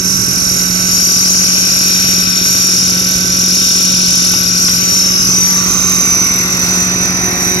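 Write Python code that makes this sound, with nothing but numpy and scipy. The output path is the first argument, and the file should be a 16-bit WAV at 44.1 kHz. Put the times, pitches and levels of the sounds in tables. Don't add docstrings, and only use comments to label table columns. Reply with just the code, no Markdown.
import sys
import numpy as np
from scipy import signal
from scipy.fft import rfft, irfft
from scipy.io import wavfile
from scipy.ndimage import uniform_filter1d, minimum_filter1d, map_coordinates

SR = 44100
rng = np.random.default_rng(int(sys.argv[2]) if len(sys.argv) > 2 else 0)


def generate_wav(signal):
    frames = np.transpose(np.atleast_2d(signal))
    scaled = np.clip(frames, -1, 1) * 32767
    pcm = np.round(scaled).astype(np.int16)
    wavfile.write(sys.argv[1], SR, pcm)


N = 335160
TIME = np.arange(N) / SR
HZ = np.fft.rfftfreq(N, 1 / SR)

# t/s, speed/(turns per second)
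SPEED = [(0, 182.8), (.12, 183.5), (.35, 182.7), (.55, 180.4), (1.1, 180.6), (1.33, 182.5), (1.72, 182.7),
         (2.05, 182.2), (2.25, 180.7), (2.72, 183), (2.95, 180.6), (3.1, 180.5), (3.7, 182.8), (3.9, 182.4),
         (4.2, 179.5), (4.5, 179.3), (4.8, 180.2), (5, 182.9), (5.4, 182.6), (5.58, 180.8), (5.78, 182.4),
         (6.15, 181.3), (6.48, 180.2), (6.7, 180.9), (7, 182.7), (7.25, 182.7), (7.38, 180.4),
         (7.55, 182.9)]
TURNS_PER_CYCLE = 8.4138


def amp(db):
    return 10 ** (np.asarray(db) / 20)


def unit(x):
    return x / np.sqrt(np.mean(x ** 2) + 1e-20)


def curve(rows, column=1):
    rows = np.asarray(rows, float)
    return np.interp(TIME, rows[:, 0], rows[:, column])


def facing():
    # t/s, share facing the machine/(0-1)
    camera_swing = [(0, 0.14), (4.3, 0.05), (5.2, 0.2), (5.75, 0.69), (6.5, 0.84), (7.1, 0.89), (7.6, 0.99)]
    return np.clip(curve(camera_swing), 0, 1)


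def drift(rate_hz):
    return unit(irfft(rfft(rng.standard_normal(N)) * np.exp(-(HZ / rate_hz) ** 2), N))


def delayed(x, seconds):
    return map_coordinates(x, [(TIME - seconds) * SR], order=1, mode="mirror")


def ports(x, lead_s=0.0001946):
    return np.array([x, delayed(x, lead_s)])


def colour(x, spectrum):
    hz, db = np.transpose(spectrum)
    gain = amp(np.interp(np.log(HZ + 1), np.log(hz), db))
    return unit(irfft(rfft(x) * gain, N))


def swing(x, away, toward):
    return np.sqrt(1 - facing()) * colour(x, away) + np.sqrt(facing()) * colour(x, toward)


def whiten(x, size=11, count=70):
    z = signal.stft(x, nperseg=2048, noverlap=1536)[2]
    power = uniform_filter1d(abs(z) ** 2, size=size, axis=1)
    power = uniform_filter1d(power, size=count, axis=2)
    flat = z / np.sqrt(abs(power) + 1e-7 * power.max())
    return signal.istft(flat, nperseg=2048, noverlap=1536)[1][:, :N]


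def scattered(x, echo_db, spread_s, slide_s=0.00209, count=7):
    out = ports(x)
    moved = facing() ** 0.756 + 0.018 * drift(0.83)
    for channel in out:
        for place, slide, sign in rng.random((count, 3)):
            lag = 0.000512 + spread_s * place ** 2 + slide_s * (slide - .3) * moved
            channel += amp(echo_db) * np.sign(sign - .5) * delayed(x, lag) / np.sqrt(count)
    return out


def diffused(x, wash_db):
    return unit(x) + amp(wash_db) * rng.standard_normal((2, N))


def levelled(x, size=4000):
    return x / np.sqrt(uniform_filter1d(x ** 2, size=size, axis=1))


def resonate(x, hz, width_hz):
    turn = np.exp(2j * np.pi * np.cumsum(hz) / SR)
    r = np.exp(-np.pi * width_hz / SR)
    return 2 * (turn * signal.lfilter([1 - r], [1, -r], x / turn)).real


def ring_filter(x, hz, width_hz):
    return irfft(rfft(x) / (1 + 1j * (HZ - hz) / width_hz) ** 2, N)


def gliding(x):
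    # start t/s, end t/s, from f/Hz, to f/Hz, width/Hz, peak added gain left, the same right
    glides = [(.85, 1.75, 5880, 6100, 160, .7, .3), (1.3, 3.2, 5480, 5500, 130, .7, .1),
              (2.6, 4.7, 5640, 5540, 130, 1, 0), (6.5, 7.7, 6000, 6060, 130, 0, .9),
              (4.25, 4.8, 5600, 5150, 120, 1, .3), (4.45, 5.02, 5650, 6150, 130, 1.2, .6),
              (4.85, 5.25, 5520, 5150, 120, 1.6, .6), (4.87, 5.55, 6350, 5720, 130, .3, 1.4),
              (5, 5.65, 5480, 5080, 130, 1, 2), (5.1, 5.65, 6450, 5520, 130, 1.1, .5),
              (5.33, 5.68, 6500, 6050, 130, 2, .5), (5.55, 6.02, 6260, 6180, 130, .8, 1.6),
              (5.9, 6.4, 6250, 5680, 150, .4, 1.6), (5.85, 6.65, 6420, 5660, 130, 2, .3),
              (4.1, 4.9, 1520, 1280, 120, .7, .7), (5.4, 6.7, 1300, 1030, 130, .8, .8),
              (5.95, 6.7, 2350, 1980, 260, 1.2, 1.2)]
    out = x.copy()
    for start, end, from_hz, to_hz, width_hz, left, right in glides:
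        span = (TIME >= start) & (TIME < end)
        way = (TIME[span] - start) / (end - start)
        hz = from_hz + (to_hz - from_hz) * way
        swell = np.outer([left, right], np.sin(np.pi * way))
        out[:, span] += swell * resonate(x[:, span], hz, width_hz)
    return out


def shaft_wobble(sway_hz=9.5, sway_turns=.011, whip_hz=10.2, jitter_hz=9, jitter_turns=.009):
    # middle t/s, half length/s, depth/turns
    whips = [(1.32, .22, .036), (2.28, .1, .028), (2.76, .15, .034), (3.55, .08, .03), (4.62, .15, .022),
             (5.3, .25, .032), (6.12, .2, .03), (7.13, .15, .014)]
    sway_phase = 2 * np.pi * (sway_hz * TIME + .2 * drift(1.5))
    wobble = sway_turns * (1 + .35 * drift(1.5)) * np.sin(sway_phase)
    wobble += jitter_turns * drift(jitter_hz)
    for middle, half, depth in whips:
        fit = np.exp(-((TIME - middle) / half) ** 2)
        wobble += depth * fit * np.sin(2 * np.pi * whip_hz * (TIME - middle))
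    return wobble


def poker_hum(turns, steepness=5, waver_db=1.25):
    # multiple of the poker's speed, mean level facing away/dB, the same facing the machine/dB
    harmonics = [(1, -22.5, -24), (2, -41.5, -25.5), (3, -44.5, -37), (4, -48.5, -35.5), (5, -67, -38),
                 (6, -66, -50)]
    out = np.zeros(N)
    for k, away_db, facing_db in harmonics:
        level_db = away_db + (facing_db - away_db) * facing() ** steepness
        level_db += waver_db * np.sqrt(k) * drift(3.6)
        out += np.sqrt(2) * amp(level_db) * np.cos(2 * np.pi * (round(k) * turns + rng.random()))
    return ports(out, lead_s=0.000097)


def squeal_level_db(edge_s=.1):
    # left level/dB, right level/dB
    steady_db = (-10.5, -9)
    # start t/s, end t/s, change at the left port/dB, change at the right port/dB
    spell_rows = [(0, .9, -9.5, .7), (.32, .56, 3, .7), (.9, 1.44, 5, 1.5), (1.44, 1.85, 1.5, .3),
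                  (2.18, 2.38, -1.5, -2.7), (2.45, 2.88, .6, .8), (2.92, 3.38, -4, -.7),
                  (3.1, 3.3, -3.5, -.5), (3.5, 3.98, .5, 1), (4.33, 4.57, 0, -3), (4.59, 4.72, 1.5, 2.5),
                  (4.76, 4.89, -.5, -3), (4.92, 5.07, 2, 1.5), (5.12, 5.38, -.5, 1.3), (5.38, 5.56, 3, .5),
                  (5.56, 5.96, -7, 0), (5.66, 6.28, 0, 3.3), (5.96, 6.46, -4.5, 0), (6.42, 6.52, 0, -3),
                  (6.46, 6.88, -6, -1), (6.88, 7.7, -10, -2.5), (7.45, 7.7, 1.5, 1.5)]
    db = np.outer(steady_db, np.ones(N))
    for start, end, left_db, right_db in spell_rows:
        db += np.outer([left_db, right_db], (TIME >= start) & (TIME < end))
    return uniform_filter1d(db, size=round(edge_s * SR), axis=1)


def squeal(turns, crank, pitch_hz=5720, rise_hz=170, sag_hz=140, throb_db=2.5, octave_db=-14,
           octave_throb_db=2.5, scatter_db=1.1, hiss_db=-27, wash_db=-16, flutter_db=.85, flutter_hz=14):
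    # place/(turn 0-1), length/turns, level/dB, loudest place/(crank turn 0-1)
    rubs = [(.1, .12, 0, .8), (.37, .11, -1, .78), (.78, .12, -.5, .55)]
    # f/Hz, relative level/dB
    ring_away = [(3800, -24), (4330, -12.5), (4600, -18), (5020, -1.5), (5200, 0), (5470, 3.5), (5640, 4.5),
                 (5800, -2), (6000, -4.5), (6230, -4.5), (6450, -9.5), (6650, -4.5), (6790, -3.5),
                 (7050, -22.5), (7550, -11), (7800, -24.5), (8280, -8), (9000, -30), (9900, -23),
                 (10600, -13), (11200, -13.5), (11620, -3), (12050, -39), (12700, -35), (16000, -40)]
    ring_facing = [(3800, -21), (4700, -17.5), (5200, -36), (5450, -11.5), (5800, 1), (6020, 4.5),
                   (6220, 4), (6500, -20), (6700, -11), (6820, -13), (7200, -19), (7950, -26), (8300, -18),
                   (9000, -32), (10800, -17.5), (11250, -20.5), (11600, -9), (12000, -12), (12700, -43),
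                   (16000, -31)]

    lurch = 1 - .3 * facing()
    pull = 2 * np.pi * (crank - .48)
    sag = sag_hz * (np.sin(pull) + 0.19 * np.sin(2 * pull))
    pitch = pitch_hz + rise_hz * facing() - sag
    octave = amp(octave_db + octave_throb_db * np.cos(pull))
    speed = curve(SPEED)
    squeaks, contact = np.zeros(N), np.zeros(N)
    for place, length, db, loudest in rubs:
        offset = (turns - place + .5) % 1 - .5
        throb = 2 * np.pi * (crank - loudest)
        force = amp(db + scatter_db * drift(48) + throb_db * np.cos(throb))
        force *= np.exp(-.5 * (offset / length) ** 2)
        phase = 2 * np.pi * pitch * offset / speed + lurch * np.sin(throb)
        phase += .08 * drift(100) + .33 * drift(4) + 2 * np.pi * rng.random()
        squeaks += force * (np.cos(phase) + octave * np.cos(2 * phase))
        contact += force
    hiss_throb = amp(octave_throb_db * np.cos(pull) / 2)
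    squeaks += amp(hiss_db) * contact * hiss_throb * rng.standard_normal(N)

    echoes = scattered(squeaks, echo_db=-.5, spread_s=.005)
    blurred = diffused(whiten(echoes), wash_db=wash_db)
    heard = gliding(swing(blurred, ring_away, ring_facing))
    return levelled(heard) * amp(squeal_level_db() + flutter_db * drift(flutter_hz))


def exhaust(cycles, facing_db=2.5, size=256):
    # multiple of the engine's cycle rate, level/dB
    puff = [(2, -52), (3, -39.5), (4, -40), (5, -39.5), (6, -36.5), (7, -49.5), (8, -38.5), (9, -36.5),
            (10, -41), (11, -43), (12, -33.5), (13, -46), (14, -43.5), (15, -39.5), (16, -43.5),
            (17, -42.5), (18, -48.5), (19, -41), (20, -59.5), (21, -50), (22, -47.5), (23, -49.5),
            (24, -50)]
    order, db = np.transpose(puff)
    gain = amp(np.interp(np.arange(size // 2 + 1), np.round(order), db, left=-60, right=-62))
    phase = -signal.hilbert(np.log(np.r_[gain, gain[-2:0:-1]])).imag
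    out = np.zeros(N)
    for k in np.round(order).astype(int):
        out += gain[k] * np.cos(2 * np.pi * k * (cycles - .15) + phase[k])
    uneven = 1 + .1 * drift(25)
    return ports(np.sqrt(2) * out * uneven) * amp(facing_db * facing() ** 2)


def exhaust_rasp(cycles, level_db=-44, lowest=20, count=27):
    # f/Hz, relative level/dB
    resonances = [(430, -4.5), (455, -13), (520, 1), (555, 0.5), (600, -7.5), (650, 1.5), (690, -4.5),
                  (712, 2), (750, -32), (778, -1), (812, -27), (865, -4.5), (930, -2.5), (1000, 8)]
    orders = lowest + np.arange(count)
    cycle_hz = curve(SPEED).mean() / TURNS_PER_CYCLE
    gains = amp(np.interp(orders * cycle_hz, *np.transpose(resonances)))
    out = np.zeros(N)
    for k, gain in zip(orders, gains):
        waver = 1 + 0.39 * drift(6.5)
        out += gain * waver * np.cos(2 * np.pi * (k * cycles + rng.random()))
    return ports(out) * amp(level_db) * (0.21 + 0.74 * facing() ** 3)


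def grounded(x, strength, delay_s=0.000794, later_s=0.00062, steepness=14):
    lag = delay_s + later_s * facing() ** steepness
    echo = np.array([delayed(channel, lag) for channel in x])
    return (x + strength * echo) / np.sqrt(1 + strength ** 2)


def two_bands(x, middle_db=2.5, treble_db=6.0, split_hz=2350):
    # t/s, middle level/dB, treble level/dB
    band_levels = [(0.2, -35.5, -37), (0.57, -32, -34.5), (1.91, -30.5, -26), (3.27, -32.5, -30),
                   (3.7, -35, -24.5), (5.38, -29.5, -30), (7.44, -25.5, -30), (7.5, -26.5, -29)]
    middle = irfft(rfft(x) / (1 + (HZ / split_hz) ** 12), N)
    treble = x - middle
    middle_gain = amp(curve(band_levels, column=1) + middle_db)
    treble_gain = amp(curve(band_levels, column=2) + treble_db)
    return levelled(middle, size=12000) * middle_gain + levelled(treble, size=12000) * treble_gain


def cover_rings(cycles, force, ring_noise=0.4):
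    # f/Hz, width/Hz, level facing away/dB, level midway/dB, level facing the machine/dB,
    # lag of the right port facing away/(periods of the ring)
    covers = [(1063, 28, -50, -34.5, -48, 0.61), (1165.4, 51, -30.5, -30, -41.5, 0.48),
              (1345.6, 34, -39.5, -40, -45, 0.13), (1531, 18, -35, -60, -40, 0.26),
              (1528.7, 27, -36, -43, -34, 0.26), (2040, 70, -49, -42, -52, 0.35)]
    out = np.zeros((2, N))
    for hz, width, away_db, midway_db, facing_db, apart in covers:
        order = round(hz * TURNS_PER_CYCLE / curve(SPEED).mean())
        sung = np.sqrt(2) * np.cos(2 * np.pi * (order * cycles + rng.random()))
        fuzz = unit(ring_filter(force * rng.standard_normal(N), hz, width))
        ring = unit((1 - ring_noise) * sung + ring_noise * fuzz)
        lead_s = np.interp(facing(), [.1, .7], [apart / hz, .00015])
        level_db = np.interp(facing(), [.1, .7, 1], [away_db, midway_db, facing_db])
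        out += ports(ring, lead_s) * amp(level_db)
    return out


def clatter(cycles, turns, repeat=0.77, knock=0.17, shake=0.43, size=2040):
    # f/Hz, relative level/dB
    rattle_away = [(30, -35), (150, -13), (400, -13.5), (600, -2.5), (820, -20.5), (1200, -12), (1370, 1.5),
                   (1520, -2), (1680, -17), (2200, -6), (2550, 7), (3300, 0.5), (3780, 8.5), (3980, -11),
                   (4300, 13), (4600, -7), (5500, 11.5), (9000, -59)]
    rattle_facing = [(30, -35), (150, -21), (400, -30), (550, -8), (800, -0.5), (1050, 0), (1400, 3),
                     (1700, -0.5), (2050, 8), (2600, 5), (3100, -8), (3450, -4), (3800, 13.5), (4050, 8),
                     (4300, -9), (5500, 13), (9000, -47)]
    pattern = np.tile(rng.standard_normal(size), 2)
    alike = unit(np.interp(cycles % 1 * size, np.arange(2 * size), pattern))
    force = 1 + knock * np.exp(-((2 * cycles - .4) % 1) / 0.044)
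    force += shake * np.cos(2 * np.pi * (turns - .73))
    rattle = force * (repeat * alike + rng.standard_normal(N))
    echoes = scattered(rattle, echo_db=6.5, spread_s=.003)
    blurred = diffused(whiten(echoes, size=5), wash_db=-8)
    heard = swing(blurred, rattle_away, rattle_facing)
    heard = two_bands(gliding(grounded(heard, strength=0.11)))
    return heard + cover_rings(cycles, force)


def wind(level_db=-32.5, facing_db=2.0, waver_db=2.0, gust_s=.06):
    # f/Hz, relative level/dB
    rumble = [(10, -42), (30, -31), (36, -31), (43, 16), (70, 13), (130, 20), (220, 5), (400, 7.5),
              (900, -56)]
    # t/s, rise above the rumble/dB
    gusts = [(.8, 3), (3.21, 11), (3.35, 8), (5.26, 7), (5.73, 6), (5.98, 4), (6.57, 3)]
    air = rng.standard_normal(N) + rng.standard_normal((2, N))
    buffets = sum(db * np.exp(-((TIME - s) / gust_s) ** 2) for s, db in gusts)
    return colour(air, rumble) * amp(level_db + facing_db * facing() + waver_db * drift(1.0) + buffets)


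def clacks(width_hz=450, decay_s=0.07, high_db=1.5):
    # t/s, peak level of the low ring/dB, low ring f/Hz, high ring f/Hz
    knocks = [(4.335, -14, 1200, 2700), (4.683, -14, 1500, 3600)]
    out = np.zeros(N)
    for s, db, low_hz, high_hz in knocks:
        burst = rng.standard_normal(N) * (TIME >= s) * amp(-60 * abs(TIME - s) / decay_s)
        for hz, ring_db in (low_hz, db), (high_hz, db + high_db):
            knock = ring_filter(burst, hz, width_hz)
            out += amp(ring_db) * knock / abs(knock).max()
    return ports(out, lead_s=.00005)


def scene(hunt_turns=0.014):
    turns = np.cumsum(curve(SPEED)) / SR + hunt_turns * drift(3.5)
    cycles = turns / TURNS_PER_CYCLE
    poker_turns = turns + shaft_wobble()
    poker = poker_hum(poker_turns) + squeal(poker_turns, crank=2 * cycles)
    engine = exhaust(cycles) + exhaust_rasp(cycles) + clatter(cycles, turns)
    return poker + engine + wind() + clacks()


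def record(dry, ceiling=0.82, cutoff_hz=16100):
    # f/Hz, left minus right facing away/dB, the same facing the machine/dB
    port_colour = [(100, -1, 0), (550, 0, 0.5), (1200, 0, 0.5), (1480, 3.5, 3.5), (2120, 6, 2),
                   (2630, 5, -1.5), (3070, 14.5, 10), (3680, 1.5, -3), (4600, -0.5, 15), (4600, 5, -9),
                   (5000, 18, 8), (5300, 1, 11), (5920, 10.5, -5), (5400, -4.5, 6), (6260, -2.5, 3),
                   (6300, -7, 7.5), (6540, 22.5, 26), (6700, -5.5, -4), (8300, -1, -4), (10000, -2.5, -3),
                   (11600, 0.5, -1)]
    hz, away_db, facing_db = np.transpose(port_colour)

    def coloured(db):
        return irfft(rfft(dry) * amp(np.outer([.5, -.5], np.interp(HZ, hz, db))), N)

    away, toward = coloured(away_db), coloured(facing_db)
    heard = away + (toward - away) * np.interp(facing(), [.1, .8], [0, 1])
    headroom = np.minimum(1, ceiling / (abs(heard) + 1e-9))
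    gain = uniform_filter1d(minimum_filter1d(headroom, size=60, axis=1), size=60, axis=1)
    lowpass = signal.firwin(511, cutoff_hz, window=("kaiser", 9), fs=SR)
    return signal.oaconvolve(heard * gain, lowpass[None], "same")


dry = scene()
out = record(dry)
generate_wav(out)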